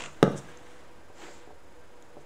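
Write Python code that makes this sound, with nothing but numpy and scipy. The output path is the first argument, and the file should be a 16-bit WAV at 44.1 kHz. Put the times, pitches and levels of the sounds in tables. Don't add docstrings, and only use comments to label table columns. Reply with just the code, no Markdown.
import sys
import numpy as np
from scipy import signal
from scipy.fft import rfft, irfft, next_fast_len
from scipy.io import wavfile
from scipy.ndimage import uniform_filter1d, map_coordinates

SR = 44100
rng = np.random.default_rng(int(sys.argv[2]) if len(sys.argv) > 2 else 0)


def put_to_file(sound):
    columns = np.atleast_2d(sound).T
    safe = np.clip(columns, -1, 1)
    whole_steps = np.round(safe * 32767)
    wavfile.write(sys.argv[1], SR, whole_steps.astype(np.int16))


def makeup_ratio(level_db):
    decades = np.asarray(level_db, float) / 20
    return 10 ** decades


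N = 99225


def unit(x):
    return x / np.sqrt(np.mean(x ** 2) + 1e-20)


def along(points, hz):
    f, v = np.transpose(points)
    curve = np.interp(np.log(hz + 1), np.log(f + 1), v)
    octaves_above = np.log2(np.maximum(hz / f[-1], 1))
    return curve - 12 * octaves_above * (v[-1] < 0)


def colour(points):
    return lambda hz: makeup_ratio(along(points, hz))


def resonance(hz, width):
    return lambda f: 1 / (1 + ((f - hz) / width) ** 2)


def noise(gain):
    m = next_fast_len(N + 8192)
    spectrum = rfft(rng.standard_normal(m)) * gain(np.fft.rfftfreq(m, 1 / SR))
    return unit(irfft(spectrum, m)[:N])


def wobble(rate):
    knots = rng.standard_normal(int(N * rate / SR) + 4)
    return map_coordinates(knots, [np.arange(N) * rate / SR])


def add(track, s, sound):
    part = track[round(s * SR):][:len(sound)]
    part += sound[:len(part)]


def strokes(rows, gain, grain_db, rate):
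    t = np.arange(N) / SR
    speed = sum(makeup_ratio(db) * np.exp(-((t - s) / half) ** 2) for s, half, db in rows)
    return speed * unit(noise(gain) * makeup_ratio(grain_db * wobble(rate)))


def thump(rows, modes, contact_s, spread_db):
    out, t = np.zeros(N), np.arange(SR // 2) / SR
    push = np.hanning(round(contact_s * SR))
    push = push / push.sum()
    for s, db in rows:
        ring = np.zeros(len(t))
        for hz, level, t60 in modes:
            start_db = level + spread_db * rng.standard_normal()
            ring += makeup_ratio(start_db - 60 * t / t60) * np.sin(2 * np.pi * hz * t)
        add(out, s, -makeup_ratio(db) * np.convolve(ring, push))
    return signal.sosfilt(signal.butter(3, 176, "high", fs=SR, output="sos"), out)


# frequency [Hz], level [dB], t60 [s]
TABLE_MODES = [(138, -8, 0.043), (214, -0.5, 0.033), (346, -3, 0.026), (436, -6, 0.01), (525, 2, 0.018),
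               (712, -16, 0.015), (880, -10.5, 0.0088), (1220, -5.5, 0.014), (1350, -7, 0.014),
               (1760, -47, 0.014), (2350, -60, 0.03), (3130, -35, .02)]
# start_s [s], push_db [dB], crack_db [dB]
BLOWS = [
    (.2278, -4, -16),
    (.2303, -8, -28),
    (.2342, -40, -31),
    (.2398, -30, -33),
]
# start_s [s], push_db [dB]
ROCKS = [
    (.2346, -6),
    (.2405, -17),
    (.250, -21),
    (.2773, -15),
    (.300, -24),
    (.308, -25),
    (.333, -28),
    (.346, -28),
    (.357, -28),
]


def knock():
    spread_db = .6
    pushes = [(s, push_db) for s, push_db, _ in BLOWS]
    landing = thump(pushes, TABLE_MODES, contact_s=.0007, spread_db=spread_db)
    rocking = thump(ROCKS, TABLE_MODES, contact_s=.0012, spread_db=spread_db)
    hit = landing + rocking
    return .85 * hit / abs(hit).max()


# frequency [Hz], level [dB per Hz]
CRACK_COLOUR = [(1200, -13), (2000, -0.5), (3200, -3), (5000, -15.5), (6600, -7.5), (9000, -21.5),
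                (12500, -30.5), (16000, -34)]


def crack():
    t60_s, rise_s = .009, .0002
    t, burst = np.arange(N) / SR, np.zeros(N)
    for s, _, db in BLOWS:
        add(burst, s, makeup_ratio(db - 60 * t / t60_s) * (1 - np.exp(-t / rise_s)))
    return burst * noise(colour(CRACK_COLOUR))


# start_s [s], level_db [dB rms]
SLIPS = [
    (.001, -43),
    (.007, -34),
    (.022, -32.5),
    (0.039, -33),
    (.050, -61),
    (0.061, -37),
    (.075, -62),
]
# frequency [Hz], level [dB per Hz]
DRAG_COLOUR = [(130, -32), (220, 1.5), (882, -3.5), (1460, -1.5), (2530, -3.5), (5030, -16), (7020, -7.5),
               (12000, -42), (15600, -76), (22000, -120)]
# frequency [Hz], level [dB per Hz]
SLIP_COLOUR = [(350, -20), (600, 2.5), (1640, -8), (2800, 0.5), (5310, -18.5), (7090, -8), (8770, -18.5),
               (12000, -48), (15600, -71), (22000, -120)]


def scrape():
    drag_db, end_s, fade_s, slip_s = -42.5, .055, .027, .0019
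    t = np.arange(N) / SR
    drag = makeup_ratio(drag_db) * np.exp(-np.maximum(t - end_s, 0) / fade_s)
    slips = sum(makeup_ratio(db) * np.exp(-((t - s) / slip_s) ** 2) for s, db in SLIPS)
    return drag * noise(colour(DRAG_COLOUR)) + slips * noise(colour(SLIP_COLOUR))


# frequency [Hz], level [dB], t60 [s]
ROOM_MODES = [(144, -21, .42), (200, -29, .4)]


def standing_waves():
    rise_s, drag_s, drag_db = .053, .0164, -20
    t, boom = np.arange(N) / SR, np.zeros(N)
    for hz, db, t60 in ROOM_MODES:
        envelope = makeup_ratio(db - 60 * t / t60) * (1 - np.exp(-t / rise_s))
        wave = envelope * np.sin(2 * np.pi * hz * t)
        add(boom, BLOWS[0][0], wave)
        add(boom, drag_s, makeup_ratio(drag_db) * wave)
    return boom


# middle_s [s], half_length_s [s], level_db [dB rms]
FINGERS = [
    (0.381, 0.016, -45.5),
    (0.503, 0.031, -67),
    (.70, 0.13, -67),
    (0.11, 0.082, -70.5),
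    (2.213, 0.011, -67.5),
]
# frequency [Hz], level [dB per Hz]
SKIN_COLOUR = [(1470, -41), (2500, -9), (3750, -1), (4300, -15), (5570, 5), (8610, 3), (15500, -40)]


def fingers():
    return strokes(FINGERS, colour(SKIN_COLOUR), grain_db=0.5, rate=1700)


# middle_s [s], half_length_s [s], level_db [dB rms]
SLEEVE = [
    (1.241, 0.065, -47.5),
    (1.333, 0.1, -61.5),
    (0.501, 0.063, -55),
    (0.689, 0.18, -56.5),
    (1.436, 0.09, -60.5),
]
# frequency [Hz], width [Hz], level [dB]
WEAVE = [(323, 36, 9.5), (537, 55, -1), (864, 210, -1), (1890, 490, -5), (3250, 570, -12.5),
         (1510, 2600, -11)]
# middle_s [s], half_length_s [s], level_db [dB rms]
FIZZ = [
    (1.216, .06, -61.5),
    (1.333, 0.077, -60),
    (1.234, 0.076, -70),
]
# frequency [Hz], level [dB per Hz]
FIBRE_COLOUR = [(2650, -21), (4500, -3.5), (5480, -8), (7530, 0.5), (9570, -21.5), (15100, -27),
                (15600, -27)]


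def sleeve():
    def weave(f):
        return sum(makeup_ratio(db) * resonance(hz, width)(f) for hz, width, db in WEAVE)

    rub = strokes(SLEEVE, weave, grain_db=0.5, rate=73)
    return rub + strokes(FIZZ, colour(FIBRE_COLOUR), grain_db=0.0, rate=180)


# start_s [s], strength_db [dB]
PATS = [
    (1.10, -45.5),
    (1.258, -57),
    (1.283, -41.5),
    (1.4745, -44),
    (1.491, -46),
    (1.506, -42.5),
    (2.1685, -38.5),
    (2.177, -45),
    (2.19, -44),
    (2.204, -56),
]
# frequency [Hz], level [dB], t60 [s]
HAND_MODES = [(146, -7.5, .15), (335, -9, 0.054), (432, -2.5, 0.058), (586, -4.5, 0.073), (752, -2, 0.047),
              (950, -11, 0.015)]


def landings():
    return thump(PATS, HAND_MODES, contact_s=.0008, spread_db=1.2)


# start_s [s], peak_db [dB], pitch_hz [Hz], t60 [s]
TICKS = [
    (0.3188, -45, 9600, 0.0037),
    (0.5729, -43.5, 6340, 0.013),
    (.5735, -49, 7250, 0.016),
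    (2.025, -43, 6800, 0.0044),
    (2.025, -49.5, 3600, 0.0074),
    (0.486, -43.5, 1637, 0.05),
]


def buttons():
    out, t = np.zeros(N), np.arange(SR // 20) / SR
    for s, db, hz, t60 in TICKS:
        tick = np.sin(2 * np.pi * hz * t) + .1 * rng.standard_normal(len(t))
        add(out, s, makeup_ratio(db - 60 * t / t60) * tick)
    return out


# frequency [Hz], t60 [s]
ROOM_T60 = [(100, 0.78), (300, 0.22), (1000, 0.44), (4000, 0.6), (10000, 0.65)]
# frequency [Hz], level [dB]
ROOM_COLOUR = [(100, -7), (250, -3), (600, -3.5), (1300, -2.5), (2400, -8.5), (4500, -7.5), (7000, -5.5),
               (12000, -12.5)]


def room(x):
    gap_s = .009
    hz, t, z = signal.stft(rng.standard_normal(SR), SR, nperseg=256)
    decay = makeup_ratio(-60 * t / along(ROOM_T60, hz)[:, None])
    z = z * decay * makeup_ratio(along(ROOM_COLOUR, hz))[:, None]
    tail = signal.istft(z, SR, nperseg=256)[1]
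    delayed = np.pad(x, (round(gap_s * SR), 0))
    return signal.fftconvolve(delayed, tail / np.linalg.norm(tail))[:N]


# frequency [Hz], level [dB per Hz]
AIR_COLOUR = [(12, -3), (20, -37.5), (32, -10.5), (85, -15.5), (247, -17.5), (482, -16.5), (733, -16.5),
              (1600, -22), (15800, -50.5)]
# time_s [s], level_db [dB]
AIR_LEVEL = [(0.0, -54.5), (0.38, -48), (0.53, -53.5), (0.96, -53.5), (1.31, -55), (1.75, -55.5),
             (2.25, -55)]


def air():
    s, db = np.transpose(AIR_LEVEL)
    level_db = np.interp(np.arange(N) / SR, s, db) - 0.5 + .8 * wobble(4.63)
    return makeup_ratio(level_db) * noise(colour(AIR_COLOUR))


# frequency [Hz], level_db [dB rms]
MOTOR = [(487, -64.5), (974, -76.5)]
# frequency [Hz], width [Hz], level_db [dB rms]
HUM = [(331, 44, -65), (488, 7.2, -64.5), (953, 36, -69), (1572, 3.5, -74), (568, 45, -66),
       (6850, 960, -75), (77.3, 10, -65.5)]


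def appliance():
    drift_rad = 1.73
    out, turn = np.zeros(N), 2 * np.pi * np.arange(N) / SR
    for hz, db in MOTOR:
        out += np.sqrt(2) * makeup_ratio(db) * np.sin(hz * turn + drift_rad * wobble(3.92))
    for hz, width, db in HUM:
        out += makeup_ratio(db) * noise(resonance(hz, width))
    return out


WHINE_DB = [-79, -79, -84]


def whine():
    frame_hz, whine_hz, clock_hz = 23.92, 4985.8, 7999.5
    burst_start_s, burst_share = .8705, .64
    clock_db, clock_dip = -82, .6
    t = np.arange(N) / SR
    frame = (t - burst_start_s) * frame_hz
    on = uniform_filter1d(1. * (frame % 1 < burst_share), size=60)
    phase = 2 * np.pi * whine_hz * t + np.pi * np.floor(frame)
    bursts = on * sum(makeup_ratio(db) * np.sin((k + 1) * phase) for k, db in enumerate(WHINE_DB))
    clock = makeup_ratio(clock_db) * (1 - clock_dip * (1 - on)) * np.sin(2 * np.pi * clock_hz * t)
    return np.sqrt(2) * (bursts + clock)


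def scene():
    bottle = knock() + crack() + scrape()
    near = bottle + buttons() + fingers() + sleeve() + landings()
    reverb = makeup_ratio(-13) * room(near)
    return (near + standing_waves() + reverb + air() + appliance())[None]


def band_limit(x):
    return signal.sosfilt(signal.butter(12, 16610, fs=SR, output="sos"), x)


def record(dry):
    ceiling, offset, top_hz = .707, .0055, 15750
    held = np.clip(dry + whine() + offset, -ceiling, ceiling)
    passed = np.fft.rfftfreq(N, 1 / SR) < top_hz
    mix = irfft(rfft(held) * passed, N)
    return band_limit(mix)


dry = scene()
out = record(dry)
put_to_file(out)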